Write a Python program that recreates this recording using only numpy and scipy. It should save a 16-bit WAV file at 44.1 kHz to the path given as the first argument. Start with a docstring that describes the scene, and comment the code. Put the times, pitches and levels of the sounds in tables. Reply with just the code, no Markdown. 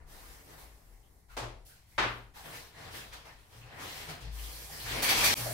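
"""A soft rustle over a low boom: someone moves about a small tiled bathroom, each shift of weight driving
the room's lowest modes. Light taps and squeaks follow, two slippers slap the floor with a click of trapped
air that the tiles echo, and feet thud into the tub. The plastic curtain rustles and is at last drawn shut,
its hooks rattling along the metal rod. Near the end the sound is cut for an instant and fades back in."""
import sys
import numpy as np
from scipy import signal
from scipy.fft import rfft, irfft, next_fast_len
from scipy.io import wavfile
from scipy.ndimage import uniform_filter1d, map_coordinates

SR = 44100
rng = np.random.default_rng(int(sys.argv[2]) if len(sys.argv) > 2 else 0)


def wav_out(sig):
    """Save sig, one row per channel (or a flat mono array), as 16-bit PCM at SR to the path in sys.argv[1]."""
    wavfile.write(sys.argv[1], SR, np.round(np.clip(np.atleast_2d(sig).T, -1, 1) * 32767).astype(np.int16))


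N = 243873
CUT_S, RETURN_S, FADE_IN_S = 5.3415, 5.348, 0.029


def amp(db):
    """Amplitude ratio of a level in decibels."""
    return 10 ** (np.asarray(db) / 20)

def unit(x):
    """Normalisation to an rms of 1."""
    return x / np.sqrt(np.mean(x ** 2) + 1e-20)

def along(points, hz):
    """Interpolation of (frequency, value) points on a logarithmic frequency axis."""
    f, v = np.transpose(points)
    return np.interp(np.log(hz + 1), np.log(f + 1), v)

def filtered(x, response):
    """Linear filtering: the spectrum is multiplied by a frequency response."""
    m = next_fast_len(x.shape[-1] + SR // 2)
    return irfft(rfft(x, m) * response(np.fft.rfftfreq(m, 1 / SR)), m)[..., :x.shape[-1]]

def modes(table):
    """Modal superposition: second-order resonances summed with alternating sign."""
    return lambda f: sum((-1) ** k * amp(db) * 1j * f * width / (hz * hz - f * f + 1j * f * width)
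                         for k, (hz, width, db) in enumerate(table))

def decay(t, db, hold, t60):
    """Exponential decay: after the hold, the level falls 60 dB every t60 seconds."""
    return amp(db - 60 * np.maximum(t - hold, 0) / t60)

def swells(rows, levels_db, t60):
    """Incoherent addition: envelopes rise, hold, decay and add in power; none outlasts the cut."""
    t, power = np.arange(N) / SR, 0
    for (start, rise, hold, *_), db in zip(rows, levels_db):
        attack = np.clip((t - start) / rise, 0, 1) ** 0.89
        alive = (t < RETURN_S) | (start > CUT_S)
        power += (attack * decay(t - start - rise, db, hold, t60) * alive) ** 2
    return np.sqrt(power)

# Likeness of left and right: (frequency [Hz], correlation [ratio])
COHERENCE = [(60, 0.98), (180, 0.88), (300, 0.71), (550, 0.38), (1650, 0), (15000, 0.017)]
def stereo(two):
    """Spatial coherence: independent signals mix into left and right, alike at long wavelengths."""
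    angle = lambda hz: np.arccos(along(COHERENCE, hz)) / 2
    mid, side = filtered(two, lambda hz: np.array([np.cos(angle(hz)), np.sin(angle(hz))]))
    return np.array([mid + side, mid - side])

# Reverberation of the tiled room: (frequency [Hz], t60 [s])
TILE_T60 = [(100, 0.61), (500, 0.49), (1500, 0.4), (4000, 0.42), (12000, 0.31)]
def tile_echo(length):
    """Diffuse reverberation: a noise tail of unit energy, each frequency decaying at its own rate."""
    hz, t, spectrum = signal.stft(rng.standard_normal((2, length)), SR, nperseg=256)
    spectrum *= amp(-60 * t / along(TILE_T60, hz)[:, None])
    echo = stereo(signal.istft(spectrum, SR, nperseg=256)[1][:, :length])
    return echo / np.linalg.norm(echo[0])

def patchy_noise(depth_db):
    """Random modulation: two noises share patches of gain in time and frequency."""
    spectrum = signal.stft(rng.standard_normal((2, N)), nperseg=512)[2]
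    patches = uniform_filter1d(uniform_filter1d(rng.standard_normal(spectrum.shape[1:]), 8, 0), 8, 1)
    return signal.istft(spectrum * amp(depth_db * unit(patches)), nperseg=512)[1][:, :N]

# Movements of body and curtain, the last four levels relative to the swish:
# (time [s], rise [s], hold [s], swish [dB], folds [dB], scrape [dB], sheen [dB], weight [dB])
MOVEMENTS = [(0.0, 0.0023, 0.016, -68.5, 2.5, -15, -30, 9), (.06, 0.065, 0.23, -61, -3, -5, 2.5, -9),
             (.36, .05, 0.054, -72.5, 6, -3, 9, 1), (0.449, 0.061, 0.029, -60.5, 1.5, -6.5, 0.5, -0.5),
             (.56, 0.033, 0.037, -61, -2, -5, 3, -12), (.68, 0.053, 0.2, -77, 5.5, -5, 6.5, -3),
             (.9, 0.036, 0.26, -83, 11, -8, 10, 7), (1.28, 0.034, .03, -63.5, -10, -6, -3, -6),
             (1.647, 0.019, 0.016, -81.5, 11, 11.5, 23.5, 13),
             (1.68, 0.033, 0.06, -70.5, -14, 1.5, -13, -8), (1.85, 0.064, 0.26, -76.5, -1, 1, 9.5, 6),
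             (2.335, 0.038, 0.04, -56, -9, -3.5, -1, -11), (2.43, 0.032, 0.046, -50, -4, -11, -5.5, -7),
             (2.499, 0.061, 0.011, -55, -4.5, 3, 2.5, -4.5),
             (2.721, 0.093, 0.073, -52.5, -4.5, -4.5, -11.5, -3),
             (2.899, 0.061, 0.011, -51, -1.5, 1, 0, -6), (3.115, 0.022, 0.0089, -52.5, -11, -2, -10, -10),
             (3.245, 0.013, 0.019, -55.5, -7.5, -5, -10, -8), (3.36, .04, 0.11, -73, 1, -5, 2, -2),
             (3.49, 0.046, 0.058, -64, -1, 0, -0.5, 0), (3.58, .1, .05, -58, -4.5, -7.5, -25, -1),
             (3.7, 0.097, 0.038, -49, -6, -17, -13.5, -8), (3.78, 0.051, 0.2, -51.5, -4, 1, -1.5, -6),
             (4.069, 0.028, .01, -48.5, -3.5, -3, -10, -0.5), (4.2, 0.041, 0.043, -67, 7, 9.5, -9, 15.5),
             (4.309, 0.09, 0.26, -58.5, -2.5, 1.5, 8.5, -2.5), (4.67, 0.055, 0.16, -55, -4.5, -2.5, 7, -2),
             (4.821, 0.1, 0.072, -42, -4, 0.5, -5, -11), (5.02, .008, .02, -36, -9.5, .6, 2.5, -28),
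             (5.075, 0.019, 0.0082, -33, -9, 2.5, -1.5, -15),
             (5.14, 0.044, 0.058, -36.5, -7.5, 3.5, 0, -12.5),
             (5.22, .03, 0.093, -35.5, -5.5, 3.5, -2, -11.5), (5.345, .004, 0.064, -47.5, -0.5, 2, 8.5, -6),
             (5.42, .03, .1, -50.5, 1, -2, 7.5, -10)]
# Time to fade by 60 dB: (swish [s], folds [s], scrape [s], sheen [s], weight [s])
MOVEMENT_T60 = [0.65, 0.7, 0.65, 0.52, 0.63]
def movement_envelopes():
    """Common excitation: each movement drives four bands of rustle and puts weight on the floor."""
    swish_db, *relative_db = np.transpose(MOVEMENTS)[3:]
    levels_db = [swish_db] + [swish_db + db for db in relative_db]
    return [swells(MOVEMENTS, db, t60) for db, t60 in zip(levels_db, MOVEMENT_T60)]

# Spectrum of the rustle: (frequency [Hz], relative level [dB])
RUSTLE_SPECTRUM = [(110, -18), (180, -4), (272, -2.5), (316, -1.5), (354, 0), (411, 0.5), (681, -4),
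                   (1240, -6.5), (1910, -4), (4280, -4.5), (6710, -11.5), (15000, -8.5), (15900, -11)]
def rustle():
    """Friction noise: big folds sound low, swish and scrape in the middle, fine crinkles on top."""
    swish, folds, scrape, sheen, _ = movement_envelopes()
    direct = filtered(patchy_noise(depth_db=1.5), lambda hz: amp(along(RUSTLE_SPECTRUM, hz)))
    reflected = signal.fftconvolve(direct, tile_echo(SR // 4), axes=1)[:, :N]  # many narrow peaks
    noise = stereo(direct + amp(-8.5) * reflected)
    below = lambda hz, edge_hz: 1 / (1 + (hz / edge_hz) ** 8)
    def band(low_hz, high_hz):
        return unit(filtered(noise, lambda hz: np.sqrt((1 - below(hz, low_hz)) * below(hz, high_hz))))
    return (swish * band(847, 2080) + folds * band(110, 934)
            + scrape * band(2580, 6330) + sheen * band(6350, 15200))

def ringing(table, steady):
    """Random excitation: noise passes twice through the modes; steady (0-1) evens out its envelope."""
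    driven = stereo(filtered(rng.standard_normal((2, N)), lambda f: modes(table)(f) ** 2))
    analytic = signal.hilbert(driven, next_fast_len(N))[:, :N]
    envelope = np.abs(analytic).mean(axis=0) + 1e-9
    return unit(analytic.real / envelope ** steady)

# Weight shifting on floor and tub: (time [s], level [dB])
WEIGHT_SHIFTS = [(0.0, -48), (.15, -56), (.45, -64), (.65, -56), (.8, -68), (.95, -57.5), (1.15, -72),
                 (1.45, -50), (1.65, -61), (1.94, -70), (2.0, -50), (2.25, -57.5), (2.47, -58),
                 (2.7, -70.5), (3.0, -56), (3.3, -67), (3.57, -62), (3.8, -66), (4.15, -61), (4.72, -58),
                 (4.95, -49), (5.3, -51.5), (5.53, -55)]
# Lowest and next higher room modes: (frequency [Hz], bandwidth [Hz], gain per pass [dB])
DEEP_MODES = [(54.07, 5.2, -4.5), (40.1, 9.2, -5.5), (27, 23, -12)]
UPPER_MODES = [(82.9, 17.6, -4.5), (119, 16.4, -2.5), (156.6, 20, -4.5)]
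def room_boom(waver_db=3, wavers_per_s=12):
    """Standing waves: pushes on floor and tub keep the room modes ringing."""
    t = np.arange(N) / SR
    knots = rng.standard_normal(int(N / SR * wavers_per_s) + 4)
    deep_db = np.interp(t, *np.transpose(WEIGHT_SHIFTS))
    deep_db += waver_db * map_coordinates(knots, [t * wavers_per_s])
    weight = movement_envelopes()[-1]
    return amp(deep_db) * ringing(DEEP_MODES, steady=0.56) + weight * ringing(UPPER_MODES, steady=0.49)

# Spectrum of the still room: (frequency [Hz], relative level [dB])
AMBIENT_SPECTRUM = [(20, -1.5), (74, 3.5), (215, -13.5), (366, -19.5), (526, -28), (778, -16), (1250, -33),
                    (2070, -21.5), (2730, -39), (4040, -30), (10500, -28.5), (15900, -41)]
def room_tone(level_db=-63.5):
    """Stationary noise: the faint rumble and hiss of the room at rest."""
    noise = filtered(rng.standard_normal((2, N)), lambda hz: amp(along(AMBIENT_SPECTRUM, hz)))
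    return amp(level_db) * unit(stereo(noise))

# Small taps, scuffs and squeaks: (time [s], level [dB], frequency [Hz], hold [s])
CONTACTS = [(0.92, -75, 2000, 0.049), (1.028, -75, 3130, .04), (1.296, -60.5, 1330, .04),
            (1.683, -66, 1520, .05), (1.916, -69, 2120, 0.075), (2.355, -57, 820, 0.037),
            (3.256, -56.5, 900, 0.016), (3.613, -59, 2670, 0.024), (4.099, -53.5, 720, .034),
            (4.386, -55.5, 2900, .022), (4.435, -52, 3420, .02), (4.527, -56.5, 4400, .045),
            (4.688, -57, 786, .022), (4.705, -55, 1870, 0.044), (4.723, -52.5, 4960, 0.069),
            (4.791, -50, 2980, 0.018), (4.797, -49, 4235, 0.038), (4.932, -43, 2200, 0.06),
            (5.457, -38.5, 638, 0.021)]
# Their decay: (frequency [Hz], t60 [s])
CONTACT_T60 = [(700, .33), (2000, 0.27), (5000, 0.17)]
def taps():
    """Damped resonance: each light contact is a note of narrow-band noise that holds, then dies."""
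    out, t = np.zeros((2, N + SR)), np.arange(SR // 2) / SR
    attack = 1 - np.exp(-t / 0.002)
    for start, db, hz, hold in CONTACTS:
        noise = stereo(rng.standard_normal((2, len(t))))
        note = unit(filtered(noise, lambda f: modes([(hz, 0.21 * hz, 0)])(f) ** 2))
        envelope = attack * decay(t, db, hold, along(CONTACT_T60, hz))
        out[:, round(start * SR):][:, :len(t)] += envelope * note
    return out[:, :N]

# Soles striking the floor: (time [s], relative level [dB], cavity frequency [Hz],
# cavity bandwidth [Hz], treble cutoff [Hz], crack relative to cavity [dB])
SOLE_IMPACTS = [(1.368, -26, 714, 430, 9300, -10.5), (1.425, -34.5, 635, 596, 6000, -11.5),
                (1.473, -56, 2240, 1500, 5070, -18), (1.980, -16.5, 1195, 1340, 4400, -8),
                (2.02, -19.5, 1190, 940, 3930, -11)]
def slipper_slaps():
    """Impulse response: one sharp click of trapped air, then mostly the echo of the tiles."""
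    out, t = np.zeros((2, N + SR)), np.arange(SR) / SR
    build_up = 1 - np.exp(-t / 0.0028)
    for start, db, hz, width_hz, edge_hz, crack_db in SOLE_IMPACTS:
        impulse = amp(18.5) * tile_echo(SR) * build_up
        impulse[:, 0] = 1  # the direct click
        cavity = modes([(hz, width_hz, 0), (2500, 6000, crack_db), (420, 300, -11)])
        treble_loss = lambda f: (1 + 1.4j * f / edge_hz - (f / edge_hz) ** 2) ** 1.1
        slap = filtered(impulse, lambda f: cavity(f) / treble_loss(f))
        out[:, round(start * SR):][:, :SR] += amp(db + 17.5) * slap
    return out[:, :N]

# Heavy steps: (time [s], level [dB], mode frequency [Hz], rise [s], hold [s], t60 [s])
FOOTFALLS = [(1.40, -39.5, 118.3, 0.024, 0.038, 0.39), (2.0, -39, 117, 0.056, 0.055, 0.62),
             (3.54, -53.5, 115, 0.014, 0.11, 0.24), (4.197, -38.5, 53.74, 0.051, 0.26, 0.48),
             (4.829, -48, 117, 0.013, 0.12, 0.46), (5.372, -40, 119.6, 0.027, .2, .5)]
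def foot_thuds():
    """Single-mode response: one room mode swells under the weight of a step, holds and dies away."""
    out, t = np.zeros(N + SR), np.arange(SR) / SR
    for start, db, hz, rise, hold, t60 in FOOTFALLS:
        envelope = decay(t, db, hold, t60) * (1 - np.exp(-(t / rise) ** 2))
        out[round(start * SR):][:SR] += envelope * np.sin(2 * np.pi * hz * t)
    return out[:N]

# Pulls that shake the hooks: (time [s], rise [s], hold [s], relative level [dB])
HOOK_PULLS = [(3.115, .002, 0.017, -56), (4.33, 0.078, 0.28, -59.5), (4.8, 0.16, .06, -55),
              (5.02, .01, 0.027, -35.5), (5.07, 0.027, 0.0087, -27), (5.16, .05, .02, -33),
              (5.232, .012, .02, -27.5)]
# Resonances of the metal rod, passed twice: (frequency [Hz], bandwidth [Hz], gain per pass [dB])
ROD_MODES = [(2480, 270, 4), (2190, 380, 3), (3330, 180, 3), (4530, 220, 1.5), (5700, 400, -0.5),
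             (6020, 130, 3.5), (11600, 990, -2.5), (14100, 260, -23)]
def curtain_hooks(ticks_per_s=900):
    """Impact excitation: dense, uneven ticks of the hooks ring the rod, blurred by the tiles."""
    ticks = (rng.random(N) < ticks_per_s / SR) * rng.standard_normal(N)
    envelope = swells(HOOK_PULLS, np.transpose(HOOK_PULLS)[3], t60=0.1)
    rod = envelope * unit(filtered(ticks, lambda f: modes(ROD_MODES)(f) ** 2))
    return 0.48 * rod + signal.fftconvolve(rod[None], tile_echo(SR // 8), axes=1)[:, :N]

# Sudden tugs and brushes: (time [s], level [dB], centre frequency [Hz], bandwidth [Hz], hold [s])
CURTAIN_TUGS = [(3.128, -52, 3000, 5000, 0.012), (4.086, -46.5, 1820, 3000, 0.023),
                (4.205, -54, 4000, 3500, .02), (5.027, -36, 9000, 12000, .02),
                (5.078, -39, 5000, 9000, .031), (5.237, -26, 6000, 12000, 0.025)]
def curtain_tugs():
    """Broadband transients: bursts of noise start at once, hold, then decay among the tiles."""
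    out, t = np.zeros((2, N + SR)), np.arange(SR // 2) / SR
    attack = 1 - np.exp(-t / 0.002)
    for start, db, hz, width_hz, hold in CURTAIN_TUGS:
        noise = stereo(rng.standard_normal((2, len(t))))
        burst = unit(filtered(noise, modes([(hz, width_hz, 0)])))
        out[:, round(start * SR):][:, :len(t)] += attack * decay(t, db, hold, t60=0.21) * burst
    return out[:, :N]

def scene():
    """Superposition: the sound pressures of all sources in the bathroom add."""
    return (rustle() + room_boom() + foot_thuds() + slipper_slaps() + taps()
            + curtain_hooks() + room_tone() + curtain_tugs())

# Unequal microphones: (frequency [Hz], left over right [dB])
IMBALANCE = [(60, 5.5), (150, 1.5), (380, 3.5), (950, 2.0), (2380, 2), (5980, 1), (15000, -5)]
def record(dry, top_hz=15780):
    """Channel imbalance, gating and band limit: unequal microphones, a brief cut, a fade-in."""
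    t = np.arange(N) / SR
    picked_up = filtered(dry, lambda hz: amp(along(IMBALANCE, hz) * [[0.5], [-0.5]]))
    gate = np.where(t < CUT_S, 1, np.clip((t - RETURN_S) / FADE_IN_S, 0.02, 1))
    return filtered(picked_up * gate, lambda hz: hz < top_hz)


dry = scene()
out = record(dry)
wav_out(out)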